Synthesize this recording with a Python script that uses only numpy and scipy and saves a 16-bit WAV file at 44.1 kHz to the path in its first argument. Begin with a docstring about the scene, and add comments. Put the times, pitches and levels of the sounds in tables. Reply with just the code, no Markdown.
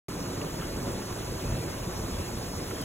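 """A steady watery boil: hot tub jets churn the water outdoors, heard close by.
Big bubbles ring on patchy noise; foam hisses above them with small pops and crackles.
Low rumble swells; crisp drips, low thumps, short splashes and a high tick stand out over a pump hum.
A few faint gliding chirps come through.
The foam lies to the left, so its hiss reaches the left microphone port first."""
import sys
import numpy as np
from scipy import signal
from scipy.fft import rfft, irfft, next_fast_len
from scipy.io import wavfile
from scipy.ndimage import uniform_filter1d, map_coordinates

SR = 44100
rng = np.random.default_rng(int(sys.argv[2]) if len(sys.argv) > 2 else 0)


def to_wav(s):
    """Save 16-bit WAV."""
    ch = np.atleast_2d(s).T  # columns
    pcm = np.round(np.clip(ch, -1, 1) * 32767)  # PCM
    wavfile.write(sys.argv[1], SR, pcm.astype(np.int16))


N = 125244
TIME_S = np.arange(N) / SR


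def amp(db):
    """Decibels to gain."""
    return 10 ** (np.asarray(db) / 20)


def unit(x):
    """Scale to rms 1 over all channels."""
    return x / np.sqrt(np.mean(x ** 2) + 1e-20)


def along(points, hz):
    """Read (Hz, value) points on a log frequency axis."""
    point_hz, value = np.transpose(points)
    return np.interp(np.log(hz + 1), np.log(point_hz + 1), value)


def curve(rows):
    """Interpolate (s, value) rows to one value per sample."""
    return np.interp(TIME_S, *np.transpose(rows))


def wobble(knots_per_s):
    """Smooth random curve through normally distributed knots."""
    knots = rng.standard_normal(N // 8)
    return map_coordinates(knots, [np.arange(N) * knots_per_s / SR], mode="mirror")


def filtered(x, response):
    """Apply a complex response of frequency, zero-padded by at least half a second."""
    size = next_fast_len(N + SR // 2)
    hz = np.fft.rfftfreq(size, 1 / SR)
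    return irfft(rfft(x, size) * response(hz), size)[..., :N]


def coloured(x, spectrum):
    """Filter by a (Hz, dB) spectrum, at rms 1."""
    return unit(filtered(x, lambda hz: amp(along(spectrum, hz))))


def rush(patchy_db):
    """Turbulence: two unrelated noises under one random gain field, smooth in time and frequency."""
    bins = signal.stft(rng.standard_normal((2, N)), nperseg=256)[2]
    field = rng.standard_normal(bins.shape[1:])
    field = uniform_filter1d(field, size=4, axis=0)
    field = uniform_filter1d(field, size=10, axis=1)
    noise = signal.istft(bins * amp(patchy_db * unit(field)), nperseg=256)[1]
    return unit(noise[:, :N])


def bubble(turns, cycles):
    """A bubble's ring: decays 60 dB in its cycles of life while the pitch rises as it surfaces."""
    rise = 0.042  # share of pitch gained over the life
    age = turns / cycles
    ring = np.sin(2 * np.pi * turns * (1 + rise * age / 2))
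    decay = np.exp(-np.log(1000) * age)
    attack = 1 - np.exp(-2 * turns)
    return ring * decay * attack


def swarm(rate_per_s, lo_hz, hi_hz, cycles, spread_db):
    """Two unrelated streams of random bubbles, about even in power per Hz, at rms 1."""
    count = int(2 * rate_per_s * N / SR)
    when, pitch, size = np.random.default_rng(rng.integers(2 ** 31)).random((count, 3)).T
    hz = lo_hz * (hi_hz / lo_hz) ** pitch
    # exponential spread in dB, capped at 5 * spread_db
    gain = hz * amp(-spread_db * np.log(np.maximum(size, np.exp(-5))))
    k = np.arange(int(cycles * SR / lo_hz * .5))  # half the life of the lowest bubble
    rings = gain[:, None] * bubble(hz[:, None] * k / SR, cycles)
    at = (when * 2 * N).astype(int)[:, None] + k
    # one double-length stream, cut into two channels
    stream = np.bincount(at.ravel(), rings.ravel(), 2 * N)[:2 * N]
    return unit(stream.reshape(2, N))


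def churn():
    """The boil: ringing big bubbles on turbulent noise."""
    # strength before trim: time_s, level_db
    boil_levels = [(.1, -38.5), (.4, -37), (.7, -38.5), (.86, -36.5), (1.05, -39), (1.6, -38), (1.9, -38.5),
                   (2.18, -37.5), (2.45, -39.5), (2.83, -38.5)]
    # colour of noise and bubbles: frequency_hz, relative_level_db
    churn_spectrum = [(40, -29), (90, -27), (125, -2.5), (180, 0.5), (225, -2), (280, -2.5), (355, -0.57),
                      (410, -5), (490, -5), (600, -7.5), (750, -11.5), (1000, -12), (1400, -17),
                      (2000, -23.5), (4000, -32), (9000, -70)]
    trim_db, glug_db = 2, -4
    glugs = swarm(rate_per_s=520, lo_hz=151.1, hi_hz=1810, cycles=18.8, spread_db=0.6)
    water = coloured(rush(patchy_db=2.0), churn_spectrum)
    water = water + amp(glug_db) * coloured(glugs, churn_spectrum)
    return amp(curve(boil_levels) + trim_db + 0.37 * wobble(22.57)) * unit(water)


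def foam():
    """Small bubbles burst in a hiss, with nearer pops and crackles."""
    # hiss before trim: time_s, level_db
    foam_levels = [(.1, -45), (.7, -44.5), (1.2, -44.5), (1.55, -44), (1.85, -44.5), (2.2, -44), (2.5, -44),
                   (2.83, -44)]
    # colour of hiss and crackle: frequency_hz, relative_level_db
    fizz_spectrum = [(300, -43), (1000, -4), (1900, -1), (2700, -0.5), (3600, -2), (5000, 2), (7000, 0.1),
                     (9000, -3.1), (11000, -3), (13000, -7.5), (16000, -8.5)]
    trim_db, pop_db, crackle_db = 1.5, -14.5, -12
    pops = swarm(rate_per_s=600, lo_hz=1000, hi_hz=4520, cycles=8.2, spread_db=1)
    crackle = swarm(rate_per_s=2600, lo_hz=3400, hi_hz=14500, cycles=1.5, spread_db=2.5)
    hiss = coloured(rush(patchy_db=1.6), fizz_spectrum)
    hiss = hiss + amp(crackle_db) * coloured(crackle, fizz_spectrum) + amp(pop_db) * pops
    return amp(curve(foam_levels) + trim_db + 0.31 * wobble(30.25)) * unit(hiss)


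def rumble():
    """Water wells up over the jets: low noise with a drawn swell."""
    # swell before trim: time_s, level_db
    surge_levels = [(.1, -41.5), (.7, -39), (.91, -37.5), (1.0, -40), (1.06, -46), (1.13, -38),
                    (1.24, -39.5), (1.29, -33.5), (1.43, -41), (1.465, -30.5), (1.555, -31), (1.59, -33.5),
                    (1.66, -37.5), (1.71, -40), (2.0, -37), (2.19, -37.5), (2.33, -38), (2.45, -40),
                    (2.83, -40.5)]
    # colour of the noise: frequency_hz, relative_level_db
    rumble_spectrum = [(15, -18), (25, -8), (36, 1), (60, -1.5), (95, -0.5), (130, -2), (190, -23),
                       (400, -32), (900, -84)]
    trim_db = -1
    noise = coloured(rng.standard_normal((2, N)), rumble_spectrum)
    return amp(curve(surge_levels) + trim_db) * noise


def noise_bursts():
    """Short decaying bursts of band noise: splashes, and one high tick near the end."""
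    # bursts: start_s, centre_hz, half_width_hz, t60_s, gain_db
    burst_table = [(.415, 2500, 800, 0.033, -34.5), (.6115, 2950, 400, 0.045, -39),
                   (0.63, 1700, 800, 0.05, -38), (.6414, 3130, 500, .05, -42),
                   (1.262, 1250, 600, 0.068, -38), (2.186, 6400, 2500, .07, -41),
                   (2.707, 2400, 1200, 0.083, -41), (2.814, 12500, 2500, .02, -28.5)]
    attack_s = 0.0024
    out = np.zeros((2, N))
    for start_s, centre_hz, width_hz, t60_s, gain_db in burst_table:
        age_s = np.maximum(TIME_S - start_s, 0)
        noise = rng.standard_normal((2, N))
        band = unit(filtered(noise, lambda hz: np.exp(-((hz - centre_hz) / width_hz) ** 2)))
        out += band * amp(gain_db - 60 * age_s / t60_s) * (1 - np.exp(-age_s / attack_s))
    return out


def short_rings():
    """Short decaying rings: crisp drips, low thumps, and random low peaks of the boil."""
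    # rings: start_s, pitch_hz, gain_db
    ring_table = [(.415, 2810, -31), (.6125, 2950, -38), (0.621, 1310, -31), (.6414, 3100, -40),
                  (1.187, 1290, -36), (1.46, 45, -24), (1.515, 114, -24.5), (1.87, 175, -27.5),
                  (2.168, 554, -36), (2.18, 90.5, -21), (2.712, 1330, -31)]
    out = np.zeros(N)
    for start_s, hz, gain_db in ring_table:
        cycles = 34 * min(1, np.sqrt(hz / 800))  # low rings last fewer cycles
        out += amp(gain_db) * bubble(hz * np.maximum(TIME_S - start_s, 0), cycles)
    return out


def pump():
    """The pump's hum: a sine slightly unsteady in level and phase."""
    pump_hz, level_db = 99.1, -49
    gain = amp(level_db + 0.67 * wobble(4.63)) * np.sqrt(2)
    return gain * np.sin(2 * np.pi * pump_hz * TIME_S + 1.1 * wobble(7.02))


def chirps():
    """Short gliding whistles, perhaps birds in the trees: a thin tone, partly blurred by echoes."""
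    # whistles: centre_s, length_s, pitch_hz, glide_hz_per_s, level_db
    chirp_table = [(1.51, 0.12, 2610, 1000, -51.5), (1.625, 0.046, 2395, -3300, -51),
                   (1.705, 0.057, 2140, -1500, -55), (2.168, 0.053, 3370, 0, -53.5),
                   (2.232, 0.061, 2660, -400, -53), (2.757, 0.013, 3180, 0, -49.5),
                   (2.80, 0.035, 3330, -600, -50), (2.834, 0.018, 3090, -6000, -43.5)]
    blur_knots_per_s, blur_share = 160, .7  # share of the nominal power
    out = np.zeros((2, N))
    for centre_s, length_s, hz, glide, level_db in chirp_table:
        t = TIME_S - centre_s
        blur = np.array([wobble(blur_knots_per_s) + 1j * wobble(blur_knots_per_s) for port in range(2)])
        carrier = np.exp(2j * np.pi * (hz + glide * t / 2) * t)
        tone = (np.sqrt(2 * (1 - blur_share)) + np.sqrt(blur_share) * blur) * carrier
        out += amp(level_db) * np.exp(-2 * (t / length_s) ** 2) * np.real(tone)
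    return out


def ports(pair):
    """Mix two unrelated streams into the wide water surface as heard at two microphone ports."""
    # likeness of the ports: frequency_hz, correlation
    alike = [(40, 1), (200, 0.98), (350, 0.91), (500, 0.77), (650, 0.53), (800, 0.2), (1200, 0.62),
             (1700, 0.71), (2400, 0.52), (3000, 0.34), (3800, 1), (4700, 1), (7000, 1), (9000, 1),
             (13200, 0.91), (15000, 0.68)]
    # left minus right: frequency_hz, level_db
    balance = [(100, -0.2), (400, -0.6), (800, -2.5), (1300, -1.4), (2000, 0), (8000, 0)]
    # phase by which left leads: frequency_hz, lead_rad
    lead = [(0, 0), (400, -.25), (700, -.9), (900, .6), (1450, -.2), (2600, 1.3), (3500, 1.2), (4900, 3.14),
            (7000, 6.28), (15100, 18.85)]

    def mid_side(hz):
        angle = np.arccos(np.clip(along(alike, hz), 0, .999)) / 2
        return np.array([np.cos(angle), np.sin(angle)])

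    def offset(hz):
        half = np.array([[.5], [-.5]])  # half to each port, opposite signs
        phase = np.interp(hz, *np.transpose(lead))
        return amp(half * along(balance, hz)) * np.exp(1j * half * phase)

    mid, side = filtered(pair, mid_side)
    return filtered(np.array([mid + side, mid - side]), offset)


def scene():
    """Wide water through the ports, plus centred rings and pump, and the chirps."""
    water = churn() + foam() + rumble() + noise_bursts()
    return ports(water) + short_rings() + pump() + chirps()


def record(dry):
    """Silence before the start, then a steep low-pass at the band limit."""
    start_s, top_hz = .084, 15850
    return filtered(dry * (TIME_S > start_s), lambda hz: 1 / (1 + (hz / top_hz) ** 200))


dry = scene()
out = record(dry)
to_wav(out)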